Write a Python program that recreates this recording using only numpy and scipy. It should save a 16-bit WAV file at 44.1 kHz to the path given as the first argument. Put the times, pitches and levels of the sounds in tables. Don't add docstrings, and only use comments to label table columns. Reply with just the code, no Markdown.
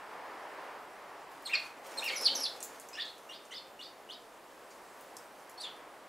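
import sys
import numpy as np
from scipy import signal
from scipy.fft import rfft, irfft
from scipy.io import wavfile
from scipy.ndimage import uniform_filter1d, map_coordinates

SR = 44100
rng = np.random.default_rng(int(sys.argv[2]) if len(sys.argv) > 2 else 0)


def attenuation_scalar(level_db):
    decades = np.asarray(level_db, float) / 20
    return 10 ** decades


def bounce(signal):
    frames = np.transpose(np.atleast_2d(signal))
    limited = np.clip(frames, -1, 1)
    pcm = np.round(limited * 32767).astype(np.int16)
    wavfile.write(sys.argv[1], SR, pcm)


N = 268128


def unit(x):
    return x / np.sqrt(np.mean(x ** 2) + 1e-20)


def along(points, hz):
    f, v = np.transpose(points)
    return np.interp(np.log(hz + 1), np.log(f + 1), v)


def curves(rows):
    s, *cols = np.transpose(rows)
    return [np.interp(np.arange(N) / SR, s, c) for c in cols]


def bumps(rows):
    t = np.arange(N) / SR
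    return sum(db * np.exp(-((t - s) / half) ** 2) for s, half, db in rows)


def wobble(rate, size=N):
    knots = rng.standard_normal(int(size * rate / SR) + 4)
    return map_coordinates(knots, [np.arange(size) * rate / SR])


def rush(spectrum, patchy_db):
    # frequency in Hz, correlation from 0 to 1.
    likeness = [(30, 0.046), (70, .15), (130, 0.77), (300, 0.96), (1000, 0.96), (3000, 0.85), (8000, 0.96),
                (11200, 0.99), (13000, 0.97)]
    z = signal.stft(rng.standard_normal((2, N + 512)), nperseg=512)[2]
    field = uniform_filter1d(rng.standard_normal(z.shape[1:]), 6, 0)
    field = uniform_filter1d(field, 14, 1)
    pair = signal.istft(z * attenuation_scalar(patchy_db * unit(field)), nperseg=512)[1][:, :N]
    hz = np.fft.rfftfreq(N, 1 / SR)
    turn = np.arccos(np.clip(along(likeness, hz), -1, 1)) / 2
    shaped = rfft(pair) * attenuation_scalar(along(spectrum, hz))
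    mid, side = irfft(shaped * [np.cos(turn), np.sin(turn)], N)
    return unit(np.array([mid + side, mid - side]))


def ticks(rows):
    t, out = np.arange(SR // 20) / SR, []
    for s, peak_db, hz, contact_s, width in rows:
        grains = rng.standard_normal(len(t)) * np.exp(-t / max(contact_s, 1e-4))
        ratio = max(width, 1.05)
        edges = [hz / ratio, min(hz * ratio, .45 * SR)]
        click = signal.sosfilt(signal.butter(2, edges, "band", fs=SR, output="sos"), grains)
        out.append((s, attenuation_scalar(peak_db + 1.5) * click / np.abs(click).max()))
    return out


def porch(sounds, wet_db, spread):
    # frequency in Hz, time to fall 60 dB in seconds.
    decay = [(300, 0.32), (3000, 0.39), (6000, 0.28), (12000, 0.2)]
    # delay in seconds, level in dB.
    echoes = [
        (.0015, -7),
        (.0034, -6.5),
        (.008, -12.5),
        (0.0182, -11),
    ]
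    out = np.zeros((2, N + 2 * SR))
    for s, x in sounds:
        hz, t, z = signal.stft(rng.standard_normal((2, SR // 2)), SR, nperseg=256)
        fall = attenuation_scalar(-60 * t / along(decay, hz)[:, None])
        tail = signal.istft(z * fall, SR, nperseg=256)[1]
        tail[:, :round(.004 * SR)] = 0
        mid, side = attenuation_scalar(wet_db) * tail / np.linalg.norm(tail[0])
        mid[0] = 1
        for (delay, db), shift in zip(echoes, rng.uniform(.9, 1.1, len(echoes))):
            mid[round(delay * shift * SR)] += attenuation_scalar(db)
        y = signal.fftconvolve(x[None], [mid + spread * side, mid - spread * side], axes=1)
        out[:, round(s * SR):][:, :y.shape[1]] += y
    return out[:, :N]


def town_rumble():
    # frequency in Hz, level in dB per Hz.
    spectrum = [(13, -58), (22, -9.5), (91, -14.5), (228, -4), (266, -3), (318, 0.5), (555, 3.5), (663, 3),
                (968, 0), (2210, -9.5), (3150, -12), (4500, -17), (5850, -26.5), (9900, -120)]
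    return attenuation_scalar(-55.5) * rush(spectrum, patchy_db=0.34)


def air_hiss():
    # frequency in Hz, level in dB per Hz.
    spectrum = [(1500, -29), (2500, -40), (4000, -8), (5100, -2.5), (8000, -3), (11000, -5.5),
                (14000, -8.5), (15800, -11), (17000, -12)]
    flybys = [(2.65, 0.63, 2.7), (5.02, 0.55, 2.6)]
    hiss_db = -66.5 + bumps(flybys)
    flicker_db = .6 * wobble(30)
    return attenuation_scalar(hiss_db + flicker_db) * rush(spectrum, patchy_db=1.3)


def passing_car():
    # time in seconds, level in dB.
    passing = [(0, -46), (.55, -46), (.9, -49.5), (1.2, -52), (1.8, -53), (2.4, -52.5), (2.75, -55.5),
               (3.2, -58), (4, -61), (4.5, -58.5), (5.05, -55.5), (5.4, -58), (5.8, -54.5), (6.08, -55.5)]
    # frequency in Hz, level in dB per Hz.
    spectrum = [(180, -34), (300, -14.5), (628, -7), (995, -4), (1540, -11.5), (1780, -11), (4080, -30),
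                (4970, -29.5), (7000, -44.5), (9100, -73), (15400, -120)]
    car_db, = curves(passing)
    return attenuation_scalar(car_db + 0.91 * wobble(4.51)) * rush(spectrum, patchy_db=0.7)


def twig_snap():
    # start in seconds, peak in dB, centre in Hz, contact time in seconds, band width as a ratio.
    cracks = [
        (5.168, -28.5, 7500, 0.000091, 1.6),
        (5.17, -44, 5470, 0.0005, 1.1),
    ]
    return porch(ticks(cracks), wet_db=-4.5, spread=0.23)


def wings():
    # time in seconds, feather rustle in dB.
    effort = [(1.27, -80), (1.33, -66), (1.43, -67), (1.56, -61.5), (1.66, -51.5), (1.73, -68.5),
              (1.82, -70), (1.87, -53.5), (1.95, -50), (2.07, -53.5), (2.12, -44), (2.16, -51),
              (2.22, -48.5), (2.3, -51), (2.4, -47), (2.47, -55), (2.68, -58.5), (3.15, -75)]
    # centre in seconds, half length in seconds, rise in dB.
    beats = [
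        (1.33, 0.026, 13),
        (1.66, .03, -3.5),
        (1.95, 0.076, 4.5),
        (2.12, .03, -3.5),
        (2.24, 0.13, 5.5),
        (2.56, .03, 1.5),
    ]
    # time in seconds, deep flutter in dB.
    swoop = [
        (2.25, -72),
        (2.31, -55),
        (2.41, -57),
        (2.47, -72),
    ]
    # frequency in Hz, level in dB per Hz.
    feathers = [(500, -32), (1200, 9), (3000, 0.5), (7000, -2.5), (12000, -8), (15500, -20), (17000, -40)]
    air = [(130, -27), (300, -6), (470, -3), (535, 6), (640, -0.5), (900, 1), (1500, -35), (2500, -31.5)]
    deep = [(120, -18), (210, -16), (268, 5), (330, -2), (500, -47)]
    rustle_db, = curves(effort)
    flutter_db, = curves(swoop)
    thump_db = -49 + (rustle_db + 47) + bumps(beats)
    t = np.arange(N) / SR
    aloft = np.clip(np.minimum(t - effort[0][0], effort[-1][0] - t) / 0.04, 0, 1)
    stroke_db = 1.8 * wobble(40)
    rustle = attenuation_scalar(rustle_db + stroke_db + 1.9 * wobble(300)) * rush(feathers, patchy_db=1.8)
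    thump = attenuation_scalar(thump_db) * rush(air, patchy_db=-2.5)
    flutter = attenuation_scalar(flutter_db) * rush(deep, patchy_db=2.5)
    return aloft * (rustle + attenuation_scalar(stroke_db) * (thump + flutter))


def beaks_and_claws():
    # start in seconds, peak in dB, centre in Hz.
    taps = [(2.213, -33, 8050), (2.605, -35, 7100), (2.628, -27, 7600), (2.799, -36, 8700),
            (2.808, -45, 12500), (2.888, -38, 8560), (3.053, -45, 7000), (3.181, -46, 8500),
            (3.453, -45.5, 7500), (3.8, -52, 8500), (5.04, -52, 13000), (5.496, -42, 8300),
            (5.617, -39.5, 6500), (5.765, -51.5, 9500)]
    scrapes = [(1.316, -53, 8000), (1.423, -51, 8000), (1.46, -60, 11000), (1.497, -48, 8000),
               (1.535, -47, 11000), (1.596, -50, 11000), (1.865, -46, 8000), (2.041, -35, 9000),
               (2.636, -36.5, 12000), (5.009, -48, 9900)]
    shuffles = [
        (2.045, -42.5, 10900),
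        (3.513, -51.5, 6900),
        (3.815, -65, 7050),
        (4.706, -51.5, 5470),
    ]
    # rows, contact time in seconds, band width as a ratio
    kinds = [(taps, 0.00048, 1.32), (scrapes, 0.0044, 2), (shuffles, .013, 1.27)]
    rows = [(*row, contact_s, width) for touches, contact_s, width in kinds for row in touches]
    return porch(ticks(rows), wet_db=0.5, spread=0.076)


def whistle(shape, stroke, third_db, rasp):
    share, *cols = np.transpose(shape)
    _, length, first_hz, second_hz, db = stroke
    t = np.arange(0, length, 1 / SR)
    way, swell_db, second_db = [np.interp(t / length, share, c) for c in cols]
    hz = first_hz + way * (second_hz - first_hz)
    drift, beads, haze = [rasp * wobble(rate, size=SR // 4)[:len(t)] for rate in (400, 300, 2500)]
    glide = uniform_filter1d(hz, size=150, mode="nearest")
    turn = 2 * np.pi * np.cumsum(glide * (1 + .04 * drift)) / SR
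    tone = np.sin(turn) + attenuation_scalar(second_db) * np.sin(2 * turn) + attenuation_scalar(third_db) * np.sin(3 * turn)
    fade = np.clip(np.minimum(t, t[-1] - t) / .002, 0, 1)
    return np.sqrt(2) * attenuation_scalar(db + swell_db + 9 * beads) * (1 + haze) * fade * tone


def swallow_song():
    # share of length, share of the way from first to second pitch,
    # level in dB, second overtone in dB.
    chip = [(0, 0.12, -8, -9), (.45, .2, 0, -6), (.75, .5, 1, -15), (1, 0.94, -12, 2)]
    arch = [(0, .55, -11, -25), (.2, 1, -14, -22), (.46, 1, -6.5, -31), (.64, .81, 1, -15.5),
            (.85, .59, -6, 8), (1, 0.054, -10, -2)]
    lead = [(0, 1, -3, -22), (.1, .52, 1, -11), (.25, 0.066, -7.5, -3), (.42, .08, -10, -20),
            (.57, .47, -3, -9), (.8, .28, -3, -19), (1, 0, 4.5, -7)]
    fall = [(0, 0, -9, -17), (.1, .1, -1, -25), (.4, .3, 1, -28), (.68, .57, -1, -26), (1, 0.93, -9.5, -31)]
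    rise = [(0, 0.029, -2.5, -17), (.33, .1, 0, -20), (.65, .58, -3, -18), (.92, 0.91, -2, -29),
            (1, 0.87, -9, -25)]
    hook = [(0, 0.026, -16, -30), (.4, .75, 1, -30), (.62, 1, -1, -30), (1, .7, -1, -33)]
    yelp = [(0, 0, -9, -7), (.37, 1, 1, -6), (.66, .58, 1, -27), (1, 0.494, -6, -18)]
    slide = [(0, 0, 1.5, -23), (.4, .4, 1, -22), (1, 1, -1.5, -30)]
    croak = [(0, 0, 3, -7), (.5, 0.374, 3.5, -15), (1, 1, -1, -5)]
    squawk = [(0, 0.027, 2, -1), (.5, .25, 0, 6.5), (1, 1, 1, 1.5)]
    sigh = [(0, 0, -2, -5), (.2, .12, 2, -16.5), (.7, 0.53, -1, -30), (1, 0.93, -12, -24)]
    bend = [(0, 0.0091, -6, -28), (.3, .1, -3.5, -28), (.7, .6, 0, -30), (1, 1, 1, -30)]
    bow = [(0, .66, -9, -25), (.17, 0.99, -4.5, -23), (.45, 1, -4, -11), (.7, .7, 0, -6.5),
           (.9, .34, -7.5, 0.5), (1, 0.011, -9.5, 13.5)]
    # start in seconds, length in seconds, first pitch in Hz,
    # second pitch in Hz, level in dB.
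    chips = [
        (1.452, .027, 4614, 2740, -38.5),
        (1.973, .028, 4350, 3280, -37.5),
    ]
    arches = [(1.493, .073, 1390, 2770, -30)]
    leads = [
        (2.157, .097, 4800, 6280, -36),
        (2.35, .089, 4940, 6510, -36.5),
    ]
    falls = [
        (2.253, .035, 5036, 2583, -22.5),
        (2.437, .032, 4950, 3100, -31),
    ]
    rises = [(2.947, 0.059, 2746, 4820, -48.5), (3.296, .058, 2827, 5140, -50.5),
             (3.508, 0.048, 2840, 5240, -45.5), (3.791, .049, 2730, 5090, -46.5),
             (4.088, 0.046, 2830, 5050, -45.5)]
    hooks = [(2.977, .055, 2090, 3764, -38.5), (3.318, 0.053, 2830, 3700, -51),
             (3.54, 0.051, 3020, 3700, -46), (3.826, 0.0355, 3090, 3800, -52.5),
             (4.126, 0.033, 3190, 3850, -56)]
    yelps = [(5.597, 0.0354, 3395, 4800, -44)]
    slides = [(1.5, 0.012, 2070, 2650, -41), (2.972, 0.031, 1690, 1928, -45.5),
              (3.045, .053, 3550, 4400, -49.5), (3.515, .03, 1990, 2120, -51.5),
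              (4.13, 0.014, 4950, 4970, -53), (5.575, 0.03, 4320, 4500, -52), (5.695, .06, 3550, 3470, -64)]
    croaks = [
        (2.112, 0.042, 2298, 2066, -44.5),
        (3.29, 0.022, 2790, 2870, -49.5),
        (5.62, 0.017, 2820, 2900, -66),
    ]
    squawks = [(2.93, .032, 2470, 2880, -54)]
    sighs = [(5.632, .052, 3700, 2815, -42)]
    bends = [(2.996, 0.035, 4880, 3980, -42), (3.352, 0.021, 5200, 4240, -57),
             (3.557, .029, 5180, 4120, -44), (3.84, .029, 5100, 4290, -51.5)]
    bows = [(2.02, .086, 1458, 2810, -33)]
    # shape, strokes, third overtone in dB, hoarseness from 0 to 1
    kinds = [
        (chip, chips, -23, .3), (arch, arches, -24, .33), (lead, leads, -40, .36),
        (fall, falls, -34, .33), (rise, rises, -23, .3), (hook, hooks, -40, .33),
        (yelp, yelps, -28, .36), (slide, slides, -38, .33), (croak, croaks, -19, .33),
        (squawk, squawks, -12, .4), (sigh, sighs, -30, .4), (bend, bends, -40, .3),
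        (bow, bows, -22, .3)]
    song = []
    for shape, strokes, third_db, rasp in kinds:
        for stroke in strokes:
            song.append((stroke[0], whistle(shape, stroke, third_db, rasp)))
    return attenuation_scalar(-4.0) * porch(song, wet_db=-2.5, spread=0.15)


def scene():
    background = town_rumble() + air_hiss() + passing_car()
    birds = wings() + beaks_and_claws() + swallow_song()
    return (background + twig_snap() + birds) * attenuation_scalar([[-.15], [.15]])


def top_cut(x):
    return signal.sosfilt(signal.butter(12, 16520, fs=SR, output="sos"), x)


def record(dry):
    in_band = np.fft.rfftfreq(N, 1 / SR) < 15750
    kept = irfft(rfft(dry) * in_band, N)
    return top_cut(kept)


dry = scene()
out = record(dry)
bounce(out)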